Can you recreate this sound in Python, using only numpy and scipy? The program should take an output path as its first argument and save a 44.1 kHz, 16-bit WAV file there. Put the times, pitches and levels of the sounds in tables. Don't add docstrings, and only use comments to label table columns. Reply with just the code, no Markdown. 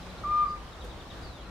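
import sys
import numpy as np
from scipy import signal
from scipy.fft import rfft, irfft
from scipy.io import wavfile
from scipy.ndimage import uniform_filter1d

SR = 44100
rng = np.random.default_rng(int(sys.argv[2]) if len(sys.argv) > 2 else 0)


def materialize(psi):
    bounded = np.clip(np.atleast_2d(psi).T, -1, 1)
    quanta = np.round(bounded * 32767).astype(np.int16)
    wavfile.write(sys.argv[1], SR, quanta)


N = 66150
TIME = np.arange(N) / SR

# time in seconds, pitch in Hz, level in dB.
OWL_CALL = [(.232, 1400, -54), (.237, 1299, -37.2), (.242, 1193, -32.2), (.259, 1172, -27.1),
            (.273, 1183, -26.2), (.286, 1204, -28.7), (.324, 1202, -24.5), (.403, 1204, -22.4),
            (.44, 1198, -22.1), (.462, 1161, -29), (.474, 1161, -37.4), (.497, 1125, -49)]
# multiple of the pitch, resting level in dB against the fundamental.
OWL_OVERTONES = [(2, -32.3), (3, -42.5)]
# left and right delay in seconds, left and right gain in dB.
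NEAR_ECHOES = [(.0191, .01893, -6.4, -13), (.0381, .03798, -20.2, -12.4), (.10299, .10298, -13.8, -11),
               (.11283, .11275, -12.5, -8.1), (.12179, .12165, -13.3, -14.3)]
# start in seconds, length in seconds, top pitch in Hz, level in dB, share of pitch lost.
CHIP_NOTES = [(.020, .018, 4100, -51, .39), (.090, .026, 4050, -52.5, .32), (.169, .027, 4270, -51.5, .36),
              (.665, .023, 3380, -55, .28), (.717, .031, 3880, -52, .29), (.801, .029, 3890, -49.5, .28),
              (.894, .029, 3900, -51.5, .26), (.994, .029, 3750, -52.5, .32), (1.097, .027, 3840, -47, .34)]
# time in seconds, pitch in Hz, level in dB.
GLIDE_CALL = [(1.222, 5120, -65), (1.234, 4860, -56), (1.27, 4420, -55.5), (1.30, 4150, -59),
              (1.325, 3950, -55.5), (1.35, 3730, -60), (1.375, 3500, -56.5), (1.415, 3190, -59),
              (1.455, 2570, -62), (1.48, 2400, -65)]
# start in seconds, length in seconds, first pitch in Hz, level in dB,
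# share of pitch lost (negative rises).
DISTANT_NOTES = [(0.145, 0.064, 1368, -53.5, -0.045), (0.159, .08, 2290, -60, .02),
                 (0.414, 0.039, 2075, -58, -0.22), (0.48, 0.03, 4750, -57, 0.043),
                 (0.502, 0.023, 4776, -56.5, -0.065), (1.419, 0.14, 1388, -53.5, 0),
                 (1.405, .03, 4050, -57, .05), (1.439, .04, 4200, -58, .08),
                 (1.452, .05, 1848, -57.5, -.06)]
# frequency in Hz, relative level in dB.
RUSTLE_SPECTRUM = [(100, 4), (300, 8), (500, 2), (1000, -4), (3000, -14), (9000, -17), (13000, -22),
                   (15500, -36)]
# start in seconds, level in dB that the decay starts from.
SOFT_KNOCKS = [(.838, -37.5), (.874, -53)]
# time in seconds, level in dB.
RUMBLE_LEVELS = [(0, -46), (.3, -47.5), (.6, -47), (.78, -47.5), (.92, -54), (1.15, -51.5), (1.35, -51.5),
                 (1.5, -40)]
# time in seconds, level in dB.
HUM_LEVELS = [(0, -52), (.12, -52.5), (.25, -62), (.9, -62.5), (1.3, -64.5), (1.45, -53.5)]
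# frequency in Hz, relative level in dB.
AIR_SPECTRUM = [(18, -35), (30, -7), (55, -1), (81, -6.5), (173, -11.5), (213, -14), (389, -14.5),
                (443, -17.5), (492, -13), (546, -16), (1170, -18), (2490, -28), (3680, -27), (15500, -52)]
# frequency in Hz, correlation.
AIR_LIKENESS = [(30, 1), (120, 0.89), (300, 0.84), (700, 0.88), (1400, 0.46), (2800, 0.064), (6000, 0.048),
                (15000, .08)]
# frequency in Hz, left minus right in dB.
BACKGROUND_PAN = [(30, 6), (100, -1), (300, 1), (2000, -2.5), (4500, 5), (9000, -1.5)]


def owl(left_lag_s=.000023):
    call = owl_voice()
    left = call + sum(amp(db) * delayed(call, s) for s, _, db, _ in NEAR_ECHOES)
    right = call + sum(amp(db) * delayed(call, s) for _, s, _, db in NEAR_ECHOES)
    trees = amp(-28.5) * scatter(delayed(call, seconds=.13), t60=1.2)
    far_slope = amp(-35) * scatter(delayed(call, seconds=.83), t60=.084)
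    return np.array([delayed(left, left_lag_s), right]) + trees + far_slope


def owl_voice(break_s=.455, break_width_s=.013, flare_db=9):
    level, phase = trace_whistle(OWL_CALL)
    overtones = sum(amp(db) * flutter() * np.sin(round(k) * phase) for k, db in OWL_OVERTONES)
    flare = amp(flare_db * np.exp(-((TIME - break_s) / break_width_s) ** 2))
    return level * (np.sin(phase) + flare * overtones)


def chipping_birds():
    chips = sum(bird_note(*row, bend=3.4) for row in CHIP_NOTES)
    echo = amp(-5) * delayed(chips, seconds=.0165)
    distant = sum(bird_note(*row, bend=2.6) for row in DISTANT_NOTES)
    return in_trees(chips + echo + distant, pan_db=1.5)


def bird_note(start, length, hz, db, fall, bend):
    progress = np.clip((TIME - start) / length, 0, 1)
    pitch = hz * (1 - fall * progress ** bend)
    swell = abs(np.sin(np.pi * progress ** 1.5)) ** .65
    return amp(db) * swell * np.sin(2 * np.pi * np.cumsum(pitch) / SR)


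def gliding_bird():
    level, phase = trace_whistle(GLIDE_CALL)
    return in_trees(level * np.sin(phase), pan_db=2.5)


def trace_whistle(curve):
    times, hz, db = np.transpose(curve)
    level = amp(np.interp(TIME, times, db, left=-np.inf, right=-np.inf))
    phase = 2 * np.pi * np.cumsum(np.interp(TIME, times, hz)) / SR
    return uniform_filter1d(level, size=90), phase


def in_trees(song, pan_db):
    direct = song * np.array([flutter(), flutter()])
    return lean_left(pan_db) * direct + amp(-4) * scatter(song, t60=.65)


def scatter(sound, t60):
    onset = np.minimum(TIME / .02, 1)
    tail = rng.standard_normal((2, N)) * amp(-60 * TIME / t60) * onset
    echoes = signal.fftconvolve(sound[None], tail, axes=1)[:, :N]
    return np.std(sound) * np.array([unit(side) for side in echoes])


def rustle(peak_s=.846, width_s=.0076, tail_s=.069, bump_hz=52, bump_width_s=.035):
    t = TIME - peak_s
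    noise = rng.standard_normal((2, N)) + rng.standard_normal(N)
    colour = amp(at_hz(RUSTLE_SPECTRUM, np.fft.rfftfreq(N, 1 / SR)))
    brush = unit(irfft(rfft(noise) * colour, N))
    burst = np.exp(-(t / width_s) ** 2)
    tail = amp(-4.5) * (t > 0) * np.exp(-abs(t) / tail_s)
    bump = np.sin(2 * np.pi * bump_hz * t) * np.exp(-(t / bump_width_s) ** 2)
    return amp(-48.5) * brush * (burst + tail) + amp(-41) * bump


def knock(start, db, ring_hz=491.7, rise_s=.0077, t60=.16):
    t = np.maximum(TIME - start, 0)
    rise = np.minimum(t / rise_s, 1)
    return rise * amp(db - 60 * t / t60) * np.sin(2 * np.pi * ring_hz * t)


def traffic(rumble_hz=54.4, hum_hz=179):
    hum = amp(np.interp(TIME, *np.transpose(HUM_LEVELS))) * band_noise(hum_hz, width_hz=13)
    rumble = amp(np.interp(TIME, *np.transpose(RUMBLE_LEVELS))) * band_noise(rumble_hz, width_hz=7)
    return lean_left(at_hz(BACKGROUND_PAN, rumble_hz) / 2) * (rumble + hum)


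def air(patch_db=.99, swell_db=1):
    frames, hz = N // 512 + 6, np.fft.rfftfreq(2048, 1 / SR)
    noise = rng.standard_normal((5, len(hz), frames))
    left, independent = noise[0] + 1j * noise[1], noise[2] + 1j * noise[3]
    likeness = at_hz(AIR_LIKENESS, hz)[:, None]
    right = likeness * left + np.sqrt(1 - likeness ** 2) * independent
    pan = amp(at_hz(BACKGROUND_PAN, hz) / 2)[:, None]
    patches = uniform_filter1d(noise[4], size=20, axis=0)
    patches = unit(uniform_filter1d(patches, size=8, axis=1))
    swell = unit(uniform_filter1d(rng.standard_normal(frames), size=20))
    level = amp(at_hz(AIR_SPECTRUM, hz)[:, None] + patch_db * patches - swell_db * swell)
    spectra = np.array([left * pan, right / pan]) * level
    sound = signal.istft(spectra, nperseg=2048, noverlap=1536)[1][:, :N]
    return amp(-43.5) * unit(sound)


def flutter(depth_db=2.2):
    return amp(depth_db * band_noise(0, width_hz=70))


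def band_noise(hz, width_hz):
    offset = (np.fft.rfftfreq(N, 1 / SR) - hz) / width_hz
    return unit(irfft(rfft(rng.standard_normal(N)) / (1 + offset ** 4), N))


def delayed(sound, seconds):
    hz = np.fft.rfftfreq(2 * N, 1 / SR)
    return irfft(rfft(sound, 2 * N) * np.exp(-2j * np.pi * hz * seconds))[:N]


def lean_left(db):
    return amp([[db], [-db]])


def at_hz(table, hz):
    frequencies, values = np.transpose(table)
    return np.interp(np.log(hz + 1), np.log(frequencies + 1), values)


def amp(db):
    return 10 ** (np.asarray(db) / 20)


def unit(x):
    return x / np.sqrt(np.mean(abs(x) ** 2) + 1e-20)


def scene():
    birds = owl() + chipping_birds() + gliding_bird()
    knocks = sum(knock(*row) for row in SOFT_KNOCKS)
    return birds + air() + traffic() + rustle() + knocks


def record(dry):
    low_cut_hz, band_limit_hz = 25, 15720
    low_cut = signal.butter(2, low_cut_hz, "highpass", fs=SR, output="sos")
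    band_limit = signal.firwin(801, band_limit_hz, window=("kaiser", 9), fs=SR)
    return signal.oaconvolve(signal.sosfilt(low_cut, dry), band_limit[None], "same")


dry = scene()
out = record(dry)
materialize(out)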